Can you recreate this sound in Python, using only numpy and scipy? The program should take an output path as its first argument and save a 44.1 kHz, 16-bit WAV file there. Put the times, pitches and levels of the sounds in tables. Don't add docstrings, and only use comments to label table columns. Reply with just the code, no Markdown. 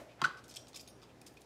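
import sys
import numpy as np
from scipy import signal
from scipy.fft import rfft, irfft
from scipy.io import wavfile
from scipy.ndimage import uniform_filter1d

SR = 44100
rng = np.random.default_rng(int(sys.argv[2]) if len(sys.argv) > 2 else 0)


def level_to_linear(level):
    exponent = np.asarray(level, float) / 20
    return 10 ** exponent


def transcribe(signal):
    frames = np.atleast_2d(signal).T
    limited = np.clip(frames, -1, 1)
    pcm = np.round(limited * 32767).astype(np.int16)
    wavfile.write(sys.argv[1], SR, pcm)


N = 63945
T = np.arange(N) / SR

# [t/s, level/dB, crack level/dB]
KNOCKS = [
    (.2163, -30, -27),
    (.2174, -21, -34),
    (.2218, -27, -36),
    (.2275, -32, -46),
    (.2415, -38, -38),
    (.2535, -31, -36),
    (.265, -35, -44),
    (.282, -42, -60),
]
# [f/Hz, level/dB, T60/s]
BOARD_MODES = [(890, -26, 0.047), (1121, 2, 0.023), (1300, -2, 0.071), (1804, -15, 0.075),
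               (2000, -10.5, 0.019), (2500, -26, 0.015), (3210, -9, 0.011), (3580, -25, 0.0097),
               (4650, -13.5, 0.024), (5880, -13.5, .008), (7250, -23, 0.021), (9700, -34, 0.0031)]
BOARD_DB, KNOCK_SPREAD_DB, KNOCK_DETUNE = -4, 2, .025
BEND_CYCLES = 0.35
CRACK_DB, CRACK_S, CRACK_HZ = -3.5, 0.00088, 3270

# [t/s, level/dB]
THUMPS = [
    (.2185, -34),
    (.2265, -43),
    (.254, -37),
    (.278, -43),
]
# [f/Hz, level/dB, T60/s]
COUNTER_MODES = [(151.6, 1, 0.069), (261, -2, 0.061), (351.6, 2, 0.049), (550, -5.5, 0.027)]

# [t/s, slip rate f/Hz, level/dB]
SQUEAK = [
    (.2405, 1100, -40),
    (.2432, 1220, -29),
    (.2447, 1380, -20),
    (.2478, 1480, -17.5),
    (.2497, 1530, -21),
    (.2518, 1520, -32),
    (.2547, 1400, -20),
    (.2568, 1490, -29),
    (.265, 1520, -38),
]
HARMONIC_DB = [-20.5, -21, -17.5, -23]
SQUEAK_JITTER, SHRILL_ABOVE_HZ, SHRILL_SPAN_HZ = 0.034, 1430, 122
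SQUEAK_DRY_SHARE = .6

# [f/Hz, bandwidth/Hz, level/dB]
SQUEAK_TAIL = [(1508, 44, -2.5), (1558, 95, -6), (1152, 126, -6), (2090, 55, -21), (1286, 150, -10)]
SQUEAK_TAIL_S, SQUEAK_TAIL_DB, SQUEAK_TAIL_T60_S = .258, -41, .38

# [t/s, level/dB, f/Hz]
RATTLES = [(0.2173, -29, 3920), (0.238, -32, 1340), (.241, -28.5, 1970), (.2425, -32, 3970),
           (.2455, -45, 3600), (0.2486, -42, 3120), (.2515, -39, 2000), (0.2533, -34, 1990),
           (0.2533, -43, 4580), (0.2551, -27.5, 1120), (.281, -38, 1190), (0.543, -45, 5760),
           (.5503, -41, 4860), (.559, -40, 5150), (0.5623, -36, 7700), (.5645, -46, 3310),
           (.567, -36.5, 3260), (0.5688, -36, 7700), (0.571, -42, 3320), (0.5713, -36, 5440),
           (0.7313, -54, 4220), (0.7424, -55, 1137), (0.744, -47, 3640), (0.7472, -53, 5240),
           (.7505, -46, 5200), (0.753, -49, 3780), (0.758, -44, 4020), (0.762, -51, 5100),
           (.7638, -42.5, 3750), (.7663, -53, 6500), (.7712, -43, 6000), (0.773, -40, 5230),
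           (.7762, -53, 5800), (0.787, -53, 5100), (.7962, -44, 4600), (.803, -42, 5400),
           (0.8107, -54, 5300), (.8135, -48, 5100), (.9982, -62, 4600), (1.0185, -52, 5070),
           (1.025, -52, 5080), (1.025, -54, 1300), (1.0308, -50, 4850), (1.0302, -55, 1100),
           (1.034, -52.5, 3420), (1.039, -51.5, 4800), (1.0388, -54, 1070), (1.047, -61, 3100),
           (1.215, -46, 8800), (1.216, -52, 6800), (1.218, -57, 2530), (1.263, -53, 3570),
           (1.2705, -51, 4430), (1.2755, -56, 6500), (1.3712, -53, 2470), (.887, -51, 3630),
           (0.5147, -50, 3700), (.2172, -39, 4750)]
RATTLE_CYCLES, RATTLE_CLICK_S, RATTLE_CLICK_DB, RATTLE_BODY_DB = 40, 0.00095, -7.5, -2

# [t/s, level/dB, length/s, centre f/Hz]
SCRAPES = [(0.083, -66.5, 0.052, 2520), (0.174, -57, 0.15, 1300), (0.2377, -40.5, 0.016, 3300),
           (0.368, -63, 0.03, 4600), (0.4388, -58, 0.0072, 6200), (0.48, -60, 0.0046, 6900),
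           (0.489, -58, 0.028, 6000), (0.508, -54, 0.016, 5040), (0.539, -56, 0.007, 5750),
           (0.551, -60, 0.004, 5400), (0.5583, -49, 0.0074, 5500), (0.5662, -43.5, 0.005, 4760),
           (.669, -61.5, 0.0069, 4240), (0.683, -57, 0.0099, 6500), (0.731, -57, 0.0019, 4530),
           (0.7405, -55, 0.017, 4140), (0.7564, -49, 0.019, 6200), (0.792, -57.5, 0.017, 5650),
           (0.808, -51.5, 0.0056, 6500), (0.8634, -63, 0.0023, 3750), (0.871, -60, 0.02, 4080),
           (1.013, -68, 0.037, 4270), (1.087, -70, 0.029, 2600), (1.213, -60, 0.0061, 7040),
           (1.262, -55.5, 0.02, 6000), (1.338, -66, 0.0018, 13000), (1.368, -61.5, 0.01, 4750),
           (1.402, -67.5, 0.026, 9700), (0.452, -66, 0.012, 5870), (0.775, -60, 0.013, 5050)]
GRAINS_PER_S, GRAIN_DB, SCRAPE_WIDTH, RELEASE_S = 3500, 5, 0.67, 0.006
# [f/Hz, bandwidth/Hz, level/dB]
CHATTER = [(2444, 260, 4), (3120, 170, -5), (3630, 360, -5.5), (4820, 58, -9.5), (5320, 110, -6),
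           (6500, 63, -18), (7500, 91, -32), (8460, 41, -9), (11000, 180, -16), (14600, 250, -21)]
CHATTER_DB, CHATTER_SPREAD_DB, SAG_DB = -4, 3, -6.5

# [t/s, level/dB]
TICKS = [(0.37, -56), (0.44, -63), (0.4813, -45.5), (0.489, -44), (0.511, -52), (0.5506, -53),
         (0.682, -43.5), (.7315, -66), (0.748, -43), (0.764, -33), (.772, -50), (0.796, -56), (0.8098, -49),
         (0.8764, -40.5), (.8845, -63), (.998, -60), (1.031, -47), (1.0182, -76), (1.04, -55), (1.217, -44),
         (1.267, -37), (1.271, -61), (1.279, -46.5), (1.418, -42.5), (1.4201, -49)]
TICK_HZ, TICK_WIDTH_HZ, TICK_S = 5500, 4500, .0007
# [f/Hz, T60/s]
BLADE_MODES = [(2490, .045), (3750, .05), (4790, .06), (5185, .065), (5696, .24), (6450, .045), (8580, .03),
               (9165, .3), (9776, .09), (14170, .14), (15580, .15), (6800, .08)]
# [t/s, mode number from 0, level/dB]
PINGS = [(.25, 7, -77), (.441, 11, -75), (.441, 1, -71), (0.443, 6, -66), (.481, 5, -60), (.481, 9, -68),
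         (.481, 10, -74), (.494, 3, -56), (.512, 9, -84), (.59, 4, -59.5), (.682, 10, -72), (.747, 3, -47),
         (.747, 1, -63), (.762, 10, -65), (.796, 2, -57), (.813, 3, -60), (.81, 9, -68), (.877, 5, -54.5),
         (0.878, 8, -58), (.877, 9, -67), (.885, 7, -70), (.905, 3, -66), (.905, 4, -69.5),
         (1.217, 0, -55.5), (1.272, 9, -70), (1.29, 4, -80), (1.372, 0, -55), (1.37, 9, -82),
         (.195, 0, -74), (.262, 2, -65)]
PING_ROUGH_DB = 3.5

# [f/Hz, bandwidth/Hz, level/dB]
KNIFE = [(604, 123, 1.5), (410, 140, -4.5), (880, 1360, -5), (2200, 2800, -13), (6000, 6500, -14),
         (12000, 7900, -22)]
KNIFE_DB, KNIFE_T60_S = -51.5, 0.32

# [f/Hz, level/dB per Hz]
AIR = [(30, -28), (60, -1.5), (90, -5.5), (280, 1), (750, -4.5), (1050, -11), (5500, -24), (15500, -36.5)]
AIR_DB = -60
# [f/Hz, level/dB]
HUM = [(60, -74), (119, -67.5)]

ROOM_T60_S, ROOM_TOP_T60_S, ROOM_DB, ROOM_TOP_DB, ROOM_GAP_S = 0.52, 0.33, -18.5, 4.5, 0.0015
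MIC_LOW_HZ, MIC_TOP_HZ = 46.4, 15300


def unit(x):
    return x / np.sqrt(np.mean(x ** 2))


def band(x, hz, width_hz):
    hz = min(hz, .4 * SR)
    return signal.lfilter(*signal.iirpeak(hz, hz / min(width_hz, .3 * SR), SR), x)


def ring(start, hz, t60, rise=1e-5):
    u = np.maximum(T - start, 0)
    decay = np.exp(-np.log(1000) * u / t60)
    return np.sin(2 * np.pi * hz * u) * decay * (1 - np.exp(-(u / rise) ** 2))


def walk(rate):
    k = int(SR / rate)
    return unit(uniform_filter1d(uniform_filter1d(rng.standard_normal(N), k), k))


def burst_train(events, decay_s):
    envelope = sum(level_to_linear(db) * (T > s) * np.exp(-np.maximum(T - s, 0) / decay_s) for s, db in events)
    return envelope * np.sign(rng.standard_normal(N))


def board():
    out = np.zeros(N)
    for start, db, _ in KNOCKS:
        for hz, mode_db, t60 in BOARD_MODES:
            level_draw, pitch_draw = rng.standard_normal(2)
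            level = level_to_linear(db + mode_db + BOARD_DB + KNOCK_SPREAD_DB * level_draw)
            out += level * ring(start, hz * (1 + KNOCK_DETUNE * pitch_draw), t60, BEND_CYCLES / hz)
    return out


def counter():
    out = np.zeros(N)
    for start, db in THUMPS:
        for hz, mode_db, t60 in COUNTER_MODES:
            out += level_to_linear(db + mode_db + 2 * rng.standard_normal()) * ring(start, hz, t60, 1 / hz)
    return out


def crack():
    x = burst_train([(s, db + CRACK_DB) for s, _, db in KNOCKS], CRACK_S)
    return 2.7 * band(band(x, CRACK_HZ, 5700), CRACK_HZ, 1800)


def squeak():
    s, hz, db = np.array(SQUEAK).T
    f = np.interp(T, s, hz)
    phase = 2 * np.pi * np.cumsum(f * (1 + SQUEAK_JITTER * walk(960))) / SR
    harmonics = sum(level_to_linear(g + 2 * walk(490)) * np.sin(k * phase) for k, g in enumerate(HARMONIC_DB, 2))
    shrillness = np.clip((f - SHRILL_ABOVE_HZ) / SHRILL_SPAN_HZ, 0, 1)
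    return (np.sin(phase) + harmonics * shrillness) * level_to_linear(np.interp(T, s, db, -150, -150))


def squeak_tail():
    x = sum(level_to_linear(db) * unit(band(band(rng.standard_normal(N), f, w), f, 2 * w)) for f, w, db in SQUEAK_TAIL)
    u = T - SQUEAK_TAIL_S
    return x * np.clip(u / 0.0043, 0, 1) * level_to_linear(SQUEAK_TAIL_DB - 60 * u.clip(0) / SQUEAK_TAIL_T60_S)


def rattles():
    noise = np.sign(rng.standard_normal(N))
    out, n = np.zeros(N + SR), SR // 20
    for s, db, hz in RATTLES:
        i = int(s * SR)
        click = band(noise[i:i + n] * np.exp(-T[:n] / RATTLE_CLICK_S), hz, hz) * level_to_linear(RATTLE_CLICK_DB)
        body = np.zeros(n)
        for f, w, d in CHATTER:
            level = level_to_linear(RATTLE_BODY_DB + d + 1.8 * rng.standard_normal())
            body += level * np.sqrt(hz / w) * band(click, f, w)
        own_ring = ring(0, hz, RATTLE_CYCLES / hz, 1 / hz)[:n]
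        out[i:i + n] += level_to_linear(db) * (click + body + own_ring)
    return out[:N]


def scrapes():
    out, n = np.zeros(N + SR), SR // 5
    t = T[:n]
    for s, db, length, hz in SCRAPES:
        chance, size, sign = rng.random((3, n))
        spread = CHATTER_SPREAD_DB * rng.standard_normal(len(CHATTER))
        grains = (chance < GRAINS_PER_S / SR) * level_to_linear(GRAIN_DB * 1.93 * size) * np.sign(sign - .5)
        grains = grains + .5 * rng.standard_normal(n)
        rub = unit(band(band(grains, hz, SCRAPE_WIDTH * hz), hz, 1.68 * hz))
        rub = rub * level_to_linear(db + 1.5 * walk(630)[:n] + SAG_DB * np.clip(t / length, 0, 1))
        rub = rub * np.clip(t / length / 0.21, 0, 1) * np.exp(-np.maximum(t - length, 0) / RELEASE_S)
        body = np.zeros(n)
        for (f, w, d), change in zip(CHATTER, spread):
            body += level_to_linear(CHATTER_DB + d + change) * np.sqrt(hz / w) / 2 * band(rub, f, w)
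        i = int(s * SR)
        out[i:i + n] += rub + body
    return out[:N]


def blade():
    ticks = band(band(burst_train(TICKS, TICK_S), TICK_HZ, TICK_WIDTH_HZ), TICK_HZ, 14000)
    rough = [level_to_linear(PING_ROUGH_DB * walk(150)) for _ in BLADE_MODES]
    pings = np.zeros(N)
    for s, number, db in PINGS:
        k = int(round(number))
        pings += level_to_linear(db) * rough[k] * ring(s, *BLADE_MODES[k])
    return ticks + pings


def knife():
    x = sum(level_to_linear(db) * unit(band(band(rng.standard_normal(N), f, w), f, w)) for f, w, db in KNIFE)
    return np.roll(x, N // 2) * level_to_linear(KNIFE_DB - 60 * T / KNIFE_T60_S)


def air():
    f = np.fft.rfftfreq(N, 1 / SR) + 1
    hz, db = np.array(AIR).T
    spectrum = rfft(rng.standard_normal(N)) * level_to_linear(np.interp(np.log(f), np.log(hz), db))
    out = np.zeros(N)
    for centre in 30 * 2 ** np.arange(0, 9.6, .5):
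        weight = np.clip(1 - abs(2 * np.log2(f / centre)), 0, 1)
        out += irfft(spectrum * weight, N) * level_to_linear(1.2 * walk(9))
    return unit(out) * level_to_linear(AIR_DB)


def fridge():
    out = np.zeros(N)
    for hz, db in HUM:
        level = level_to_linear(db + 1.5 + 2 * walk(30))
        cycles = hz * np.cumsum(1 + 0.015 * walk(8)) / SR
        out += level * np.sin(2 * np.pi * cycles)
    return out


def room(x):
    u = T[:SR // 2]
    low = signal.lfilter(*signal.butter(1, 2500, "low", fs=SR), rng.standard_normal(len(u)))
    top = signal.lfilter(*signal.butter(1, 2500, "high", fs=SR), rng.standard_normal(len(u)))
    low_tail = low * level_to_linear(-60 * u / ROOM_T60_S)
    top_tail = top * level_to_linear(ROOM_TOP_DB - 60 * u / ROOM_TOP_T60_S)
    tail = (low_tail + top_tail) * (u > ROOM_GAP_S) / np.sqrt(np.sum(low_tail ** 2))
    return x + level_to_linear(ROOM_DB) * signal.fftconvolve(x, tail)[:N]


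def scene():
    knocks = board() + counter() + crack()
    squeal = squeak()
    rub = knocks + (1 - SQUEAK_DRY_SHARE) * squeal + scrapes() + blade()
    background = knife() + air() + fridge()
    peeler = room(rub + rattles())
    return (peeler + SQUEAK_DRY_SHARE * squeal + squeak_tail() + background)[None]


def band_limit(x):
    return signal.sosfilt(signal.butter(12, 16500, fs=SR, output="sos"), x)


def record(dry):
    x = signal.sosfilt(signal.butter(3, MIC_LOW_HZ, "high", fs=SR, output="sos"), dry)
    mix = signal.sosfilt(signal.butter(10, MIC_TOP_HZ, fs=SR, output="sos"), x)
    return band_limit(mix)


dry = scene()
out = record(dry)
transcribe(out)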